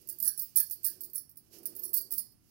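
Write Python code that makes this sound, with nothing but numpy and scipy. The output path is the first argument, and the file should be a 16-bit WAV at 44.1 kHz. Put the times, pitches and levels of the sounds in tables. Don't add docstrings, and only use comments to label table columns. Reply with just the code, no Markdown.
import sys
import numpy as np
from scipy import signal
from scipy.io import wavfile

SR = 44100
rng = np.random.default_rng(int(sys.argv[2]) if len(sys.argv) > 2 else 0)


def wrap_up_sound(samples):
    columns = np.atleast_2d(samples).T
    tamed = np.clip(columns, -1, 1)
    steps = np.round(tamed * 32767).astype(np.int16)
    wavfile.write(sys.argv[1], SR, steps)


N = 110250

# start in seconds, relative level of the clash in dB,
# singing partial in Hz, its relative level in dB.
KNOCKS = [(0.013, -52, 10757, -58), (0.073, -41.5, 13373, -45), (0.088, -29, 10757, -36),
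          (0.097, -29, 10757, -47), (0.126, -37.5, 14512, -40), (0.186, -38, 13373, -43),
          (0.201, -25, 13373, -45), (0.223, -30, 14512, -45), (0.227, -19.5, 13707, -37),
          (0.236, -31, 13707, -55), (0.247, -24.5, 13373, -35), (0.255, -25, 10757, -28.5),
          (0.265, -24, 13373, -44), (0.277, -17, 10757, -20.5), (0.3763, -29.5, 10757, -34.5),
          (0.394, -23, 15180, -40), (0.412, -35.5, 15180, -38), (0.419, -27, 13707, -50),
          (0.429, -34, 13707, -47), (0.493, -54, 9790, -67), (0.558, -24.5, 13707, -24),
          (0.561, -18, 13707, -25), (0.567, -17.5, 10757, -40), (0.571, -17.5, 10757, -19),
          (0.577, -23.5, 10757, -34), (0.583, -16, 10757, -31.5), (0.6, -27, 10757, -29),
          (0.601, -21.5, 13373, -20), (0.63, -44, 10757, -43.5), (0.698, -34, 13373, -50),
          (0.71, -24, 10757, -42.5), (0.722, -35, 13707, -58), (0.729, -29.5, 13946, -42),
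          (0.832, -37, 13707, -44), (0.842, -34, 13707, -48), (0.846, -20, 10757, -32),
          (0.851, -21.5, 10400, -29), (0.857, -22.5, 13373, -45), (0.864, -19.5, 14512, -34),
          (0.871, -26, 13946, -33), (0.9, -33, 10757, -48), (1.007, -29, 13373, -46),
          (1.013, -33.5, 14512, -61), (1.035, -32.5, 13707, -42), (1.044, -33.5, 13707, -48),
          (1.099, -46, 12527, -57), (1.133, -40.5, 13373, -37), (1.141, -50, 13707, -44),
          (1.148, -32, 13373, -45), (1.156, -29, 10400, -27.5), (1.163, -31.5, 10400, -35),
          (1.179, -28, 10757, -34), (1.294, -46, 13707, -52.5), (1.312, -50.5, 13707, -79),
          (1.357, -55, 10400, -60), (1.371, -38, 9790, -54.5), (1.585, -43, 13373, -59),
          (1.632, -43.5, 13946, -64), (1.656, -24.5, 14512, -33), (1.662, -30.5, 10757, -39),
          (1.752, -37.5, 13373, -56), (1.764, -33.5, 13707, -41), (1.788, -43, 13373, -41),
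          (1.794, -40.5, 13373, -36), (1.822, -43, 13373, -52), (1.828, -39, 14512, -54),
          (1.835, -30, 13373, -30.5), (1.841, -50, 10757, -36), (1.852, -29.5, 10757, -34),
          (1.877, -43, 10757, -41.5), (1.892, -36.5, 12527, -54), (1.932, -30, 13373, -30.5),
          (1.939, -23, 13373, -22), (1.944, -20.5, 14512, -24), (1.955, -24, 14512, -39),
          (1.964, -23, 12527, -44), (1.972, -20, 12527, -36), (1.978, -23, 12527, -34.5),
          (2.01, -32.5, 12527, -38), (2.107, -35, 13946, -38), (2.116, -30.5, 10400, -37),
          (2.123, -23, 13707, -34), (2.137, -25, 13707, -57), (2.158, -34, 13707, -45),
          (2.177, -29, 13707, -50), (2.181, -19, 13707, -30), (2.19, -28, 9790, -34.5),
          (2.319, -58, 13946, -61)]
RATTLE_DB, TICK_DB, SING_DB = -8, -4, 0.5
RING_RISE_S = 0.00061


def bangles():
    t = np.arange(SR // 4) / SR
    rings, out = bangle_stack(t), np.zeros(N)
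    for start, clash_db, hz, sing_db in KNOCKS:
        clash = amp(RATTLE_DB) * rattle(rings) + amp(TICK_DB) * contact_tick(t)
        add(out, start, amp(clash_db) * nearby_echoes(clash))
        add(out, start, amp(sing_db + SING_DB) * singing_bangle(t, hz))
    return out


# partial in Hz, its t60 in seconds,
# a lower mode of the same bangle in Hz, that mode's relative level in dB.
SINGING_PARTIALS = [(9790, .15, 5098, -20), (10400, .04, 5416, -32), (10757, .072, 5604, -22),
                    (12527, .1, 4710, -32), (13373, .048, 4387, -37), (13707, .07, 5448, -32),
                    (13946, .08, 5250, -30), (14512, .06, 4680, -32), (15180, .07, 4900, -30)]


def singing_bangle(t, hz, lower_t60_s=0.2):
    top_hz, t60, lower_hz, lower_db = min(SINGING_PARTIALS, key=lambda row: abs(row[0] - hz))
    top = np.sin(2 * np.pi * top_hz * t) * decay(t, t60)
    lower = amp(lower_db) * np.sin(2 * np.pi * lower_hz * t) * decay(t, lower_t60_s)
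    return unit_attack((top + lower) * rise(t, RING_RISE_S))


# multiple of the lowest mode, relative level in dB, t60 in seconds.
BENDING_MODES = [(1, -38, 0.075), (2.83, -13, 0.076), (5.42, -4.5, 0.063), (7.3, 4.5, 0.02),
                 (8.3, 9.5, 0.051)]


def bangle_stack(t, count=80, widest_hz=1562, narrowest_hz=2020, detune=0.01227):
    rings = np.zeros((count, len(t)))
    for ring, lowest_hz in zip(rings, widest_hz + scatter(count) * (narrowest_hz - widest_hz)):
        for multiple, db, t60 in BENDING_MODES:
            hz = lowest_hz * multiple * (1 + detune * rng.standard_normal())
            ring += (hz < SR / 2) * amp(db) * decay(t, t60) * np.sin(2 * np.pi * hz * t)
    return rings * rise(t, RING_RISE_S)


def rattle(rings, count=10, mean_lag_s=0.005, fade_db_per_lag=-7):
    out = np.zeros(rings.shape[1])
    lags = -np.log(1 - scatter(count))
    for lag, which in zip(lags - lags[0], rng.permutation(len(rings))):
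        add(out, lag * mean_lag_s, amp(fade_db_per_lag * lag) * rings[which])
    return unit_attack(out)


# frequency in Hz, relative level in dB.
TICK_TONE = [(300, -54.5), (1200, -55), (3600, -42), (4400, -12), (7000, -14.5), (9500, -0.5), (12000, 1),
             (13700, 6), (16000, -3)]


def contact_tick(t, t60_s=0.024, spread_db=3.5, bands=32):
    burst = rng.standard_normal(len(t)) * decay(t, t60_s)
    hz = np.linspace(TICK_TONE[0][0], TICK_TONE[-1][0], bands)
    db = curve_at(TICK_TONE, hz) + spread_db * rng.standard_normal(bands)
    return unit_attack(colour(burst, np.transpose([hz, db])))


# start in seconds, level in dB.
WRIST_LANDINGS = [(0.243, -60), (0.277, -50.5), (0.576, -47.5), (0.858, -52.5), (1.167, -71), (1.946, -70),
                  (1.966, -63), (2.189, -85)]


def landings(count=12, centre_hz=1693, spread_hz=210, t60_s=0.12, rise_s=0.009):
    t, out = np.arange(SR // 3) / SR, np.zeros(N)
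    for start, db in WRIST_LANDINGS:
        hz = centre_hz + spread_hz * (rng.random((count, 1)) - rng.random((count, 1)))
        modes = np.sin(2 * np.pi * (hz * t + rng.random((count, 1))))
        add(out, start, amp(db) * unit(modes.sum(0)) * decay(t, t60_s) * rise(t, rise_s))
    return out


# frequency in Hz, relative level in dB.
BUMP_TONE = [(200, -17.5), (500, -11.5), (1000, -20.5), (1600, -43.5), (2200, 4), (2900, 1), (3800, 8.5),
             (6000, -28)]


def dough_bump(start_s=0.572, level_db=-55, t60_s=0.1):
    t, out = np.arange(SR // 4) / SR, np.zeros(N)
    crackle = unit(colour(rng.standard_normal(len(t)), BUMP_TONE))
    add(out, start_s, amp(level_db) * crackle * decay(t, t60_s))
    return out


# time in seconds, level on the right in dB.
RUB_FADER = [(0, -69.5), (.12, -63.5), (.24, -75), (.38, -82), (.55, -101), (.7, -75), (.9, -65.5),
             (1.02, -63.5), (1.2, -71.5), (1.33, -104), (1.47, -70.5), (1.525, -67), (1.55, -56.5),
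             (1.68, -57.5), (1.86, -57.5), (1.95, -61), (2.07, -65.5), (2.13, -61.5), (2.25, -82),
             (2.5, -100.5)]
# frequency in Hz, relative level in dB.
RUB_TONE = [(60, -25), (150, -18), (235, -9), (285, -9), (330, 2), (375, 0), (440, -9), (600, -16),
            (900, -25), (1500, -31), (3000, -39), (8000, -56)]


def palm_rub(left_db=-8.5):
    return noise_pair(RUB_TONE, coherence=0.64) * fader(RUB_FADER) * amp([[left_db], [0]])


# time in seconds, level on the right in dB.
SLIDE_FADER = [(0, -60), (.15, -60.5), (.35, -64), (.48, -58), (.7, -70.5), (.9, -55), (1.3, -88),
               (1.47, -63.5), (1.5, -67.5), (1.535, -49), (1.565, -49), (1.61, -60), (1.85, -59.5),
               (1.95, -86), (2.38, -72.5), (2.5, -63.5)]
# frequency in Hz, relative level in dB.
SLIDE_TONE = [(400, -15), (1200, -22), (2100, -12.5), (2800, -4), (3700, -9.5), (5000, 2), (8000, -5.5),
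              (12000, 2.5), (14000, -0.5), (16000, 0)]


def skin_slide():
    left, right = noise_pair(SLIDE_TONE, coherence=0.1) * fader(SLIDE_FADER)
    return np.array([shaded(left), right])


# start in seconds, level in dB, t60 in seconds.
DOUGH_PATS = [(.2, -59, 0.58), (.39, -67, 0.46), (0.573, -61.5, 0.17), (0.852, -67, .25),
              (1.761, -66.5, .2), (2.116, -61.5, 0.59), (2.229, -66, 0.2), (2.332, -74, 0.1)]
# frequency in Hz, relative level in dB.
PAT_TONE = [(25, -20.5), (60, 0.5), (100, -31.5), (170, -2), (250, 2.5), (400, -15.5), (1000, -25),
            (4000, -32)]


def dough_pats(rise_s=0.004):
    t, envelope = np.arange(SR // 2) / SR, np.zeros(N)
    for start, db, t60 in DOUGH_PATS:
        add(envelope, start, amp(db) * decay(t, t60) * rise(t, rise_s))
    return envelope * noise_pair(PAT_TONE, coherence=0.16)


def nearby_echoes(x, count=14, total_db=-5.5, first_s=0.001, span_s=0.016):
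    out = x.copy()
    for place, sign in zip(scatter(count), rng.choice([-1, 1], count)):
        add(out, first_s + place * span_s, sign * amp(total_db) / np.sqrt(count) * x)
    return out


# frequency in Hz, t60 in seconds.
KITCHEN_DECAY = [(300, 0.9), (1700, 0.19), (5000, 0.37), (10000, 0.31), (16000, 0.17)]
# frequency in Hz, gain in dB.
KITCHEN_TONE = [(1000, 8), (1700, -0.5), (3500, 2), (5000, -9), (8000, -12.5), (11000, -13.5),
                (16000, -8.5)]


def kitchen(x, rise_s=0.011, density=0.15):
    t = np.arange(SR * 3 // 4) / SR
    reflections = rng.standard_normal(len(t)) * (rng.random(len(t)) < density)
    reflections *= 1 - np.exp(-(t / rise_s) ** 2)
    hz, times, bands = signal.stft(reflections, SR, nperseg=256)
    bands *= decay(times, curve_at(KITCHEN_DECAY, hz)[:, None])
    _, tail = signal.istft(bands, SR, nperseg=256)
    reverb = signal.fftconvolve(x, tail / np.linalg.norm(tail))[:N]
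    return colour(reverb, KITCHEN_TONE)


# frequency in Hz, gain in dB.
LEFT_SHADE = [(1000, -2.5), (1800, -2.5), (3000, -12), (4700, -19.5), (5600, -35), (6500, -20),
              (8700, -51.5), (10500, -19), (12400, -63), (13700, -9.5), (16000, -14)]


def shaded(x):
    return colour(x, LEFT_SHADE)


# frequency in Hz, relative spectral density in dB.
ROOM_TONE = [(20, -16), (50, -3.5), (100, 2.5), (170, -2), (300, -4.5), (500, -19.5), (1000, -23),
             (3000, -29.5), (8000, -38.5), (16000, -31)]


def room_noise(level_db=-69):
    return amp(level_db) * noise_pair(ROOM_TONE, coherence=0.16)


def amp(db):
    return 10 ** (np.asarray(db) / 20)


def unit(x):
    return x / np.sqrt(np.mean(x ** 2) + 1e-20)


def unit_attack(x):
    return x / np.sqrt(np.mean(x[:180] ** 2) + 1e-20)


def rise(t, time_constant):
    return 1 - np.exp(-t / time_constant)


def decay(t, t60):
    return np.exp(-np.log(1000) * t / t60)


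def fader(points):
    return amp(np.interp(np.arange(N) / SR, *np.transpose(points)))


def scatter(count):
    return (np.arange(count) + rng.random(count)) / count


def add(mix, start_s, sound):
    part = mix[max(round(start_s * SR), 0):][:len(sound)]
    part += sound[:len(part)]


def curve_at(points, hz):
    knots_hz, values = np.transpose(points)
    return np.interp(np.log(hz + 1), np.log(knots_hz + 1), values)


def colour(x, points, size=2048):
    log_gain = np.log(amp(curve_at(points, abs(np.fft.fftfreq(size, 1 / SR)))))
    response = np.exp(np.conj(signal.hilbert(log_gain)))
    taps = np.fft.ifft(response).real[:size // 2]
    return signal.fftconvolve(x, taps)[:len(x)]


def noise_pair(points, coherence):
    right, other = (unit(colour(rng.standard_normal(N), points, size=8192)) for _ in range(2))
    left = coherence * right + np.sqrt(1 - coherence ** 2) * other
    return np.array([left, right])


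def scene(left_db=-0.5, left_direct_db=-11):
    direct = bangles() + landings() + dough_bump()
    left = amp(left_db) * shaded(amp(left_direct_db) * direct + kitchen(direct))
    right = direct + kitchen(direct)
    return np.array([left, right]) + palm_rub() + skin_slide() + dough_pats() + room_noise()


def record(dry, cutoff_hz=15950):
    taps = signal.firwin(301, cutoff_hz, window=("kaiser", 8), fs=SR)
    return signal.oaconvolve(dry, taps[None], "same", axes=1)


dry = scene()
out = record(dry)
wrap_up_sound(out)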